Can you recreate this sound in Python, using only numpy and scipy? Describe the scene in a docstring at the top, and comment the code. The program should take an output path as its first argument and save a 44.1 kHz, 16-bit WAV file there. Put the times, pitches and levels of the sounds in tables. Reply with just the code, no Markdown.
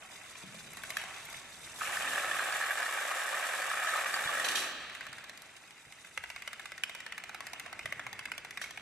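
"""Hall with a stone floor: plastic dominoes topple over low noise, dull bumps and a diffuse reverberation.
Branching lines tick into a wide field that falls row by row in a dense clatter; its last rows slap down flat.
A single stacked line then clicks on, about sixteen times a second, with tiles rattling to rest behind it.
Contacts are short sums of decaying modes, hard edges are noise bursts; dense parts are random showers of both."""
import sys
import numpy as np
from scipy import signal
from scipy.fft import rfft, irfft
from scipy.io import wavfile

SR = 44100
rng = np.random.default_rng(int(sys.argv[2]) if len(sys.argv) > 2 else 0)


def to_wav(s):
    """Save 16-bit WAV."""
    ch = np.atleast_2d(s).T  # columns
    pcm = np.round(np.clip(ch, -1, 1) * 32767)  # PCM
    wavfile.write(sys.argv[1], SR, pcm.astype(np.int16))


N = 388521
TIME = np.arange(N) / SR
AGE = np.arange(2048) / SR  # time since a contact, s

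# Mode levels are relative: every contact is rescaled as a whole. Frequencies are nominal, before detuning.
# main ring of a tile struck in a line: (f/Hz, level/dB, t60/s)
LINE_MODES = [(1372, -9.5, 0.086), (1553, 6.5, 0.014), (1790, -12, 0.077), (2050, 4.5, 0.036),
              (2340, 1.5, 0.039), (2744, -5.5, 0.075)]
# upper modes of a tile, rung by its hard edge: (f/Hz, level/dB, t60/s)
EDGE_MODES = [(3600, 7.5, 0.19), (4130, 1.5, 0.36), (4850, 8.5, 0.046), (5280, 2.5, 0.015),
              (6000, 3.5, 0.22), (6440, -3.5, 0.21), (7050, -2.5, 0.096), (8340, 7, 0.01), (8400, -3, 0.12),
              (11100, -21, 0.019), (11630, -5, 0.16)]
# a tile's knock on the floor: (f/Hz, level/dB, t60/s)
LOW_MODES = [(690, -0.5, 0.086), (1061, 0.5, 0.095)]
# flat faces cracking together and sliding on one another: (f/Hz, gain/dB)
SCRAPE = [(600, -30), (2200, -7), (3100, -1), (3800, -1), (4500, -4), (5400, -3), (6600, -2), (7500, 1.5),
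          (8400, .5), (9700, -4), (11500, -4), (12600, -7), (13200, -13)]
# branching lines, then the single line; levels before trim: (t/s, rattle level/dB, fizz level/dB)
RUNS = [
    [(0, -55, -59.5), (.15, -51.5, -56), (.7, -55, -56), (.86, -50.5, -52.5), (.99, -46, -54),
     (1.4, -53, -54), (1.53, -56.5, -58.5), (1.65, -52, -49.5), (1.78, -50, -54.5)],
    [(4.8, -52.5, -62.5), (5.42, -58, -63.5), (6.08, -60.5, -61.5), (6.24, -60, -62), (7.1, -57.5, -67),
     (7.45, -52.5, -65.5), (8.0, -53.5, -65), (8.47, -64, -67), (8.6, -61, -63), (8.635, -50.5, -57),
     (8.72, -59, -64), (8.81, -66, -70)],
]
# clear steps of a falling line; levels before trim:
# (t/s, ring level/dB, ring f/Hz, hard edge level/dB, topmost snap level/dB, floor knock level/dB)
STEPS = [(0.022, -53, 2470, -72, -78, -60), (0.3534, -49.5, 2390, -63, -75, -55),
         (0.5437, -59, 1650, -59, -59, -53), (0.7327, -60, 1990, -61, -50, -62),
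         (0.7696, -48.5, 1893, -49, -50, -51.5), (0.8343, -41.5, 1595, -48, -50, -49),
         (0.9029, -40.5, 2070, -43.5, -46, -51), (0.9681, -31.5, 1700, -38.5, -40.5, -46.5),
         (1.0136, -44, 2340, -54, -49, -60), (1.0363, -46, 1620, -52, -65, -48.5),
         (1.252, -66, 2330, -59, -51, -60), (1.2989, -64, 1760, -61, -53, -60),
         (1.3266, -51, 1860, -52, -55, -52.5), (1.3436, -46, 2150, -55, -70, -57),
         (4.8958, -45.5, 1640, -56, -83, -71), (4.949, -45.5, 1990, -52, -73, -74),
         (5.0077, -40.5, 1560, -51.5, -82, -68), (5.0659, -46, 1810, -50.5, -69, -52),
         (5.1284, -46, 1510, -49, -69, -69), (5.182, -45, 1630, -53, -76, -64),
         (5.2403, -51, 1900, -52, -71, -59), (5.2942, -48, 1810, -47.5, -57, -56),
         (5.3735, -63, 2350, -51.5, -58, -71), (5.419, -77, 1650, -53, -55, -72),
         (5.565, -57, 2280, -54.5, -71, -69), (5.7063, -56, 2230, -57, -66, -70),
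         (5.9225, -50.5, 2100, -55, -67, -66), (6.046, -49, 2070, -59, -76, -64),
         (6.1747, -34, 2130, -44.5, -66, -50), (6.2371, -41, 2030, -50, -65, -50),
         (6.3003, -43.5, 2290, -47.5, -62, -50.5), (6.3605, -43.5, 2200, -50, -77, -49.5),
         (6.4206, -44.5, 2070, -50, -70, -58), (6.4752, -38.5, 2080, -45, -66, -51),
         (6.53, -43.5, 1967, -47, -57, -56), (6.5949, -44, 1680, -51.5, -62, -53),
         (6.6555, -44, 1990, -49, -68, -50.5), (6.7183, -44, 2020, -49.5, -68, -54.5),
         (6.7777, -45.5, 1860, -49.5, -66, -61), (6.8348, -32, 2410, -40.5, -45, -54),
         (6.894, -43.5, 2200, -48.5, -63, -50.5), (6.9487, -45.5, 2000, -47.5, -58, -51.5),
         (7.0028, -45, 1940, -49, -69, -63), (7.0626, -41.5, 1790, -48, -68, -54),
         (7.1218, -39.5, 1910, -48, -74, -56), (7.1784, -41, 1710, -46.5, -67, -56),
         (7.2372, -45, 2040, -48.5, -62, -54), (7.2923, -45, 1530, -49.5, -69, -50.5),
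         (7.345, -43.5, 2140, -47.5, -58, -46.5), (7.4045, -43.5, 1950, -46.5, -57, -45),
         (7.4672, -45, 1910, -47, -53, -53), (7.532, -45, 2360, -45, -59, -47.5),
         (7.5962, -43, 2040, -45.5, -51, -65), (7.661, -45.5, 1890, -53.5, -75, -50),
         (7.7274, -44, 1520, -49, -65, -49), (7.791, -41, 2140, -49.5, -63, -52),
         (7.8563, -36, 2000, -45, -54, -44), (7.9232, -34, 2060, -46.5, -63, -45.5),
         (7.994, -38, 1750, -53, -77, -47.5), (8.0653, -40, 2080, -50, -68, -44.5),
         (8.1282, -45, 1860, -46, -58, -50), (8.1907, -42, 2080, -47, -54, -52),
         (8.2539, -37, 2170, -46, -64, -59), (8.3168, -36, 2090, -47.5, -52, -51),
         (8.3785, -45, 2370, -45.5, -66, -51), (8.447, -45, 2100, -49.5, -63, -51.5),
         (8.507, -45.5, 1960, -48, -56, -64), (8.5728, -38, 1990, -46.5, -62, -49.5),
         (8.6142, -39, 1790, -48, -55, -52), (8.6401, -40.5, 2190, -49, -71, -64),
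         (8.7073, -50, 1790, -48, -65, -55), (8.7731, -41, 2200, -50.5, -66, -50)]
EDGE_HOLD_S = .007  # damping time of the high modes


def gain_of(db):
    """Decibels to gain."""
    return 10 ** (np.asarray(db) / 20)


def evened(x):
    """Scales all channels so that the first (mid) has rms 1."""
    return x / np.sqrt(np.mean(x[0] ** 2) + 1e-20)


def sized(x):
    """Scales a mid-side blow to the mid energy of rms 1 over 10 ms."""
    return x / np.sqrt(np.sum(x[0] ** 2) / 441 + 1e-20)


def read(points, hz):
    """Reads a table along a logarithmic frequency axis."""
    f, value = np.transpose(points)
    return np.interp(np.log(hz + 1), np.log(f + 1), value)


def level(rows, axis=1):
    """Gain over time from one dB column; -120 dB outside the rows."""
    rows = np.asarray(rows)
    return gain_of(np.interp(TIME, rows[:, 0], rows[:, axis], left=-120, right=-120))


def add(mix, s, sound):
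    """Mixes a sound in at time s, cut at the end of the mix."""
    part = mix[:, round(s * SR):][:, :sound.shape[1]]
    part += sound[:, :part.shape[1]]


def colour(x, points):
    """Minimum-phase filter with the given spectrum, so attacks stay sharp."""
    hz = abs(np.fft.fftfreq(len(AGE), 1 / SR))
    log_gain = np.log(gain_of(read(points, hz)))
    taps = np.fft.ifft(np.exp(np.conj(signal.hilbert(log_gain)))).real
    return signal.oaconvolve(x, taps[None], axes=1)[:, :x.shape[1]]


def low_cut(x, hz):
    """Small tiles radiate little below their lowest mode."""
    return signal.sosfilt(signal.butter(2, hz, "high", fs=SR, output="sos"), x)


def rumble(rumble_db=-0.5):
    """Low noise of the hall: coloured noise of slowly changing level."""
    # level before trim: (t/s, level/dB)
    swell = [(0, -65.5), (.41, -64.5), (.6, -60.5), (1.55, -62.5), (2.0, -58), (3.1, -70.5), (4.4, -61.5),
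             (5.4, -64.5), (5.8, -69), (7.2, -64), (7.9, -60.5), (8.81, -63)]
    # (f/Hz, gain/dB)
    spectrum = [(20, -20), (50, -1), (90, -0.5), (170, 1), (260, -0.5), (450, -1.5), (900, -9),
                (3000, -20.5), (12000, -67)]
    noise = evened(colour(rng.standard_normal((2, N)), spectrum))
    return gain_of(rumble_db) * level(swell) * noise


def bumps(boom_t60_s=1.9, boom_band_hz=(120, 215)):
    """Dull bumps: low modes thud while a decaying noise band, scaled by each pitch, booms."""
    # (t/s, thud level/dB, boom level/dB, pitch factor)
    events = [(.438, -47.5, -56, 1), (1.36, -57, -80, 0.68), (4.258, -50, -71, 0.84),
              (5.09, -58, -74, 0.66), (5.87, -60, -72, .8), (6.18, -60, -68, .4), (7.85, -51, -65, 0.67),
              (7.96, -57, -76, .7), (8.059, -56, -79, 0.62)]
    # (f/Hz, level/dB, t60/s)
    thud_modes = [(100, -10, .05), (160, -2, .07), (195, -1, .14), (320, -2, .035), (450, -6, .025)]
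    out = np.zeros((2, N))
    for s, thud_db, boom_db, pitch in events:
        band = signal.butter(3, np.multiply(boom_band_hz, pitch), "band", fs=SR, output="sos")
        boom = evened(signal.sosfilt(band, rng.standard_normal((2, SR))))
        add(out, s, gain_of(boom_db - 60 * TIME[:SR] / boom_t60_s) * boom)
        add(out, s, gain_of(thud_db) * ring(thud_modes, pitch, detune=.03, uneven_db=2))
    return out


def hall(x, delay_s=0.002):
    """Reverberation: the mid convolved with a diffuse noise tail whose top treble dies first."""
    # (f/Hz, t60/s)
    decay = [(150, 0.45), (700, 1.7), (2000, 1.96), (4000, 2.23), (5600, 1.2), (13000, 0.027)]
    hz, t, z = signal.stft(rng.standard_normal((2, SR)), SR, nperseg=256)
    z = z * gain_of(-60 * t / read(decay, hz)[:, None])
    tail = signal.istft(z, SR, nperseg=256)[1][:, :SR]
    tail *= np.clip(TIME[:SR] / delay_s - 1, 0, 1)
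    return signal.fftconvolve(x[:1], tail / np.linalg.norm(tail[0]), axes=1)[:, :N]


def ring(modes, pitch, detune, uneven_db):
    """One contact: every tile is tuned a little differently and struck at another spot."""
    rise_s = .0003  # the contact builds up
    hz, db, t60_s = np.transpose(modes)[:, :, None]
    hz = hz * pitch * np.exp(detune * rng.standard_normal(hz.shape))
    shape = (2,) + hz.shape
    size = gain_of(db + uneven_db * rng.standard_normal(shape)) * rng.choice([-1, 1], shape)
    waves = size * np.sin(2 * np.pi * hz * AGE) * gain_of(-60 * AGE / t60_s)
    return sized(waves.sum(1) * (1 - np.exp(-AGE / rise_s)))


def crack(t60_s, rise_s=0.00096):
    """Two hard edges meeting: a brief burst of decaying noise."""
    envelope = (1 - np.exp(-AGE / rise_s)) * gain_of(-60 * AGE / t60_s)
    return sized(rng.standard_normal((2, len(AGE))) * envelope)


def pinched(x, hold_s):
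    """A tile rings freely for a moment, then is damped against its neighbour."""
    return sized(x * np.exp(-(AGE / hold_s) ** 2))


def strike(modes, pitch, rebound, rebound_s):
    """A tile meets the next with a blow and a rebound a few milliseconds later at most."""
    blow, again = (ring(modes, pitch, detune=.045, uneven_db=4) for _ in range(2))
    add(blow, rebound_s * rng.uniform(.4, 1.621), rebound * again)
    return sized(blow)


def clack(hz, modes, pitch, t60_s, others_db, hold_s):
    """One main mode, the tile's other modes around it, and a quick damping."""
    main = ring([(hz, 0, t60_s)], 1, detune=0, uneven_db=0)
    others = strike(modes, pitch, rebound=0.96, rebound_s=0.00198)
    return pinched(main + gain_of(others_db) * others, hold_s)


def shower(grain, per_s, spread_db, count=32):
    """Many contacts at random moments, a few much harder than the rest, from `count` different grains."""
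    out = np.zeros((2, N + len(AGE)))
    hits = max(int(per_s * N / SR / count), 1)
    for _ in range(count):
        sound = grain()
        when, luck = rng.random((hits, 2)).T
        sizes = gain_of(-spread_db * np.log(luck * .95 + .05))
        for at, size in zip((when * N).astype(int), sizes):
            out[:, at:at + len(AGE)] += size * sound
    return evened(out[:, :N])


def surge(rate_hz, depth_db):
    """Tiles fall in bunches: a random swell whose spectrum peaks at the given rate."""
    hz = np.fft.rfftfreq(N, 1 / SR)
    shape = hz / rate_hz * np.exp(-hz / rate_hz)
    wave = irfft(rfft(rng.standard_normal(N)) * shape, N)
    return evened(gain_of(depth_db * wave / wave.std())[None])


def settling(rattle_db=-2.5, low_db=-8, tick_db=-4, fizz_db=-3.5):
    """Fallen tiles slide, chatter and tick on one another behind the front: showers of rings and cracks."""
    # hard edges meeting and scraping: (f/Hz, gain/dB)
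    fizz_spectrum = [(600, -8), (2200, -15), (3100, -8), (3800, -24), (4500, -29), (5400, -4.5), (6600, -2),
                     (7500, 1.5), (8400, 2), (9700, -5), (11500, -5.5), (13500, -24)]
    rattle = shower(lambda: ring(LINE_MODES, 1, detune=.1, uneven_db=4), per_s=420, spread_db=3.6, count=96)
    knocks = shower(lambda: ring(LOW_MODES, 1, detune=.12, uneven_db=4), per_s=400, spread_db=2.5)
    ticks = shower(lambda: pinched(ring(EDGE_MODES, 1, detune=.06, uneven_db=5), .012),
                   per_s=400, spread_db=3.2, count=64)
    cracks = shower(lambda: crack(t60_s=.013), per_s=1000, spread_db=2.2, count=64)
    fizz = evened(colour(cracks, fizz_spectrum))
    body, edge = (sum(level(rows, axis=k) for rows in RUNS) for k in (1, 2))
    dull = low_cut(gain_of(rattle_db) * rattle + gain_of(low_db) * knocks, 465)
    bright = (gain_of(tick_db) * ticks + gain_of(fizz_db) * fizz) * surge(5, depth_db=1.4)
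    return (body * dull + edge * bright) * surge(9, depth_db=.9)


def slaps(slap_db=-1, rise_s=0.005):
    """With nothing left to lean on, bunches of tiles smack the stone: decaying bursts of a dense shower."""
    # field's last rows and small spills from the lines; levels before trim: (t/s, level/dB, bouncing t60/s)
    bunches = [(0.985, -48, 0.35), (4.447, -32.5, 0.15), (4.488, -31.5, 0.051), (4.515, -36, 0.14),
               (4.557, -33, 0.41), (8.619, -42.5, 0.18)]
    # (f/Hz, level/dB, t60/s)
    modes = [(1830, -4, 0.0062), (2490, 9.5, 0.0087), (3140, 1, 0.022), (3710, 0.5, 0.026),
             (4070, -4, 0.08), (4530, 2.5, 0.014), (5750, -1, 0.04), (6100, 1.5, 0.016), (7380, 1, 0.017),
             (8840, 2, 0.0094), (9730, -1, 0.012), (11540, -3, 0.021)]
    smacks = shower(lambda: ring(modes, 1, detune=.04, uneven_db=4), per_s=1000, spread_db=2, count=64)
    bursts = np.zeros(N)
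    for s, db, t60_s in bunches:
        rise = np.clip(1 + (TIME - s) / rise_s, 0, 1)
        bursts += rise * gain_of(db - 60 * np.maximum(TIME - s, 0) / t60_s)
    return gain_of(slap_db) * bursts * low_cut(smacks, 540)


def hollow(hollow_db=-3):
    """The wedge of air under whole rows falling together gives a hollow body: a shower of low modes."""
    # level before trim: (t/s, level/dB)
    swell = [(1.8, -75), (2.1, -57), (2.6, -64), (3.7, -67.5), (4.36, -56.5), (4.55, -49.5), (4.7, -57),
             (4.85, -63)]
    # (f/Hz, level/dB, t60/s)
    modes = [(264, 1.8, 0.063), (345, 0, 0.1), (421, 0.85, 0.081)]
    body = shower(lambda: ring(modes, 0.98, detune=0.094, uneven_db=1.0), per_s=270, spread_db=1.5)
    return gain_of(hollow_db) * level(swell) * low_cut(body, 163)


def landings(knock_db=-4, edge_db=-16):
    """Where a stretch of a row lands at once, a knock stands out of the clatter."""
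    # rows that land hardest; levels before trim: (t/s, level/dB, ring f/Hz)
    knocks = [(1.8093, -32.5, 1280), (1.818, -30, 1220), (1.832, -35, 1800), (1.928, -32.5, 1890),
              (1.97, -28, 1770), (2.075, -30, 1830), (2.131, -30, 1690), (2.157, -30, 1670),
              (2.179, -29, 1700), (2.236, -32.5, 1310), (2.312, -28, 1760), (2.354, -33, 1220),
              (2.394, -26.5, 1610), (2.524, -28.5, 1686), (2.549, -33, 1880), (2.611, -28, 1726),
              (2.624, -32, 1630), (2.637, -32, 1750), (2.707, -27, 1660), (2.828, -28, 1690),
              (2.861, -32, 1830), (2.985, -33, 1520), (3.011, -38, 1790), (3.024, -35, 1770),
              (3.114, -32.5, 1263), (3.181, -38, 1810), (3.201, -35, 1645), (3.28, -36, 1810),
              (3.343, -35, 1200), (3.371, -32, 1770), (3.445, -33.0, 1720), (3.538, -34, 1700),
              (3.619, -31, 1790), (3.642, -35, 1810), (3.701, -32, 1620), (3.715, -31.5, 1270),
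              (3.773, -35, 1350), (3.846, -30.0, 1220), (3.872, -30, 1720), (3.888, -30.0, 1750),
              (3.936, -29.5, 1270), (3.956, -29, 1200), (3.995, -35, 1740), (4.06, -31.0, 1220),
              (4.141, -29.5, 1840), (4.238, -30, 1685), (4.273, -31.5, 1810), (4.291, -29.5, 1175),
              (4.356, -31, 1680), (4.372, -31.0, 1690), (4.397, -28.5, 1866), (4.444, -35, 1690),
              (4.466, -33, 1685), (4.552, -29.5, 1740)]
    # modes beside the main pitch: (f/Hz, level/dB, t60/s)
    row_modes = [(692, -10, 0.018), (1263, 1.5, 0.026), (1427, -2, 0.039), (1694, -4.5, 0.058),
                 (1796, 1.5, 0.032), (2430, -8, 0.011)]
    out = np.zeros((2, N))
    for s, db, hz in knocks:
        blow = clack(hz, row_modes, 1, t60_s=0.058, others_db=-3.5, hold_s=0.015)
        edge = ring(EDGE_MODES, 0.97, detune=0.0584, uneven_db=10)
        add(out, s, gain_of(db + knock_db) * (blow + gain_of(edge_db) * edge))
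    return out


def field(clatter_db=-1.46):
    """Whole rows strike the next ones: a dense shower of rings, knocks and the fizz of scraping edges."""
    # clatter level before trim: (t/s, clatter level/dB, fizz level/dB)
    fall = [(1.76, -61, -55), (1.805, -45, -48), (1.82, -40, -46.5), (1.97, -38, -44.5),
            (2.42, -35.5, -45.5), (3.05, -37, -46), (3.95, -35, -45.5), (4.57, -36.5, -45),
            (4.64, -40.5, -47.5), (4.74, -45, -64), (4.85, -54, -70)]
    # packed tiles: (f/Hz, level/dB, t60/s)
    modes = [(566, -14.5, 0.031), (674, -8, 0.019), (818, -13, 0.027), (1121, -15.5, 0.05),
             (1230, -3.5, 0.023), (1609, -10, 0.055), (1778, 3, 0.013), (2354, -9, 0.032),
             (2787, -11, 0.016), (3572, -21.5, 0.048), (4740, -29, 0.014)]
    # extra modes of the first rows: (f/Hz, level/dB, t60/s)
    first_modes = [(2280, 1, .025), (2632, 0, 0.053)]
    # their strength: (t/s, level/dB)
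    first_rows = [(1.805, -52), (1.815, -46.5), (2.0, -45.5), (2.3, -54), (2.6, -55)]
    clatter = shower(lambda: ring(modes, 1, detune=.04, uneven_db=4), per_s=650, spread_db=3.2, count=200)
    clatter *= gain_of(clatter_db) * level(fall, axis=1) * surge(25, depth_db=1.1)
    first = shower(lambda: ring(first_modes, 1, detune=.06, uneven_db=4), per_s=260, spread_db=3)
    clatter += level(first_rows) * first
    cracks = shower(lambda: crack(t60_s=.014), per_s=1900, spread_db=2.2, count=128)
    fizz = evened(colour(cracks, SCRAPE)) * level(fall, axis=2) * surge(8, depth_db=.8)
    return low_cut(clatter + landings(), 460) + fizz + hollow()


def bounces(bounce_db=-9, loss_db=-3, edge_db=-13, gap_s=.006, most_db=-40, count=3):
    """After each clear step the tile chatters on its neighbour, on average ever weaker and at wider gaps."""
    out = np.zeros((2, N))
    for onset, body_db, *_ in STEPS:
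        waits = np.cumsum(gap_s * np.arange(1, count + 1) * rng.uniform(.5, 1.5, count))
        for k, wait in enumerate(waits):
            db = min(body_db, most_db) + bounce_db + k * loss_db + rng.uniform(-3, 3)
            body = ring(LINE_MODES, 1, detune=.12, uneven_db=4)
            edge = ring(EDGE_MODES, 1, detune=.06, uneven_db=5)
            add(out, onset + wait, gain_of(db) * pinched(body + gain_of(edge_db) * edge, EDGE_HOLD_S))
    return low_cut(out, 400)


def steps():
    """The clear steps, and faint ones spaced evenly between them while a line is running."""
    # levels before trim: (ring level/dB, ring f/Hz, hard edge level/dB, snap level/dB, floor knock level/dB)
    faint = (-57, 1973, -68, -78, -78)
    beat_s = .062  # about one tile per beat
    rows = [tuple(row) for row in STEPS]
    for run in RUNS:
        marks = [row[0] for row in STEPS if run[0][0] <= row[0] <= run[-1][0]]
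        for start, end in zip(marks, marks[1:]):
            count = max(round((end - start) / beat_s), 1)
            rows += [(s, *faint) for s in np.linspace(start, end, count + 1)[1:-1]]
    return rows


def line(edge_db=-4, crack_db=-1, main_hz=1950, delay_s=.0007, floor_delay_s=0.001397,
         hard_db=(-44, -34), snap_ring_db=-5):
    """Each step rings the tile's low, main and high modes with a crack on top; hard blows are damped soonest."""
    # highest modes of a tile: (f/Hz, level/dB, t60/s)
    snap_modes = [(10900, -13, .012), (11100, 1, 0.049), (11460, 9, 0.037), (12300, -19, 0.01)]
    # free ringing of the main modes: (after a light blow/s, after a hard blow/s)
    hold_range_s = (.011, .005)
    rings, cracks, snaps = np.zeros((3, 2, N))
    for onset, body_db, hz, high_db, top_db, low_db in steps():
        s = onset + delay_s
        hold_s = np.interp(body_db, hard_db, hold_range_s)
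        low_pitch, edge_pitch = np.exp(0.057 * rng.standard_normal(2))
        knock = pinched(ring(LOW_MODES, low_pitch, detune=.1, uneven_db=4), .007)
        body = clack(hz, LINE_MODES, np.sqrt(hz / main_hz), t60_s=0.053, others_db=0.5, hold_s=hold_s)
        edge = pinched(strike(EDGE_MODES, edge_pitch, rebound=0.89, rebound_s=0.0019), EDGE_HOLD_S)
        snap_ring = ring(snap_modes, 1.0, detune=0.0194, uneven_db=2.5)
        snap = sized(gain_of(snap_ring_db) * snap_ring + crack(t60_s=0.0063))
        add(rings, onset + floor_delay_s, gain_of(low_db) * knock)
        add(rings, s, gain_of(body_db) * body)
        add(rings, s, gain_of(high_db + edge_db) * edge)
        add(cracks, s, gain_of(high_db + crack_db) * crack(t60_s=0.0077))
        add(snaps, s, gain_of(top_db) * snap)
    return low_cut(rings, 416) + colour(cracks, SCRAPE) + low_cut(snaps, 7300)


def scene(hall_db=-10, line_hall_db=-12):
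    """Mid-side mix to left and right; the steps of a line sound drier than the field."""
    # filter of the side channel: (f/Hz, gain/dB)
    width = [(60, -10), (300, -9), (660, -6.5), (1200, -10), (2100, -18), (3000, 3), (4500, -4),
             (13000, -0.5)]
    background = rumble() + bumps()
    mass = settling() + slaps() + field()
    front = bounces() + line()
    reverb = hall(gain_of(line_hall_db) * front + gain_of(hall_db) * mass)
    both = background + reverb + mass + front
    mid, side = both[0], colour(both[1:], width)[0]
    return np.array([mid + side, mid - side]) * gain_of([[-.35], [.35]])


def record(dry):
    """Band limit: a linear-phase low-pass."""
    edge_hz = 13100
    taps = signal.firwin(401, edge_hz, window=("kaiser", 8), fs=SR)
    return signal.oaconvolve(dry, taps[None], "same")


dry = scene()
out = record(dry)
to_wav(out)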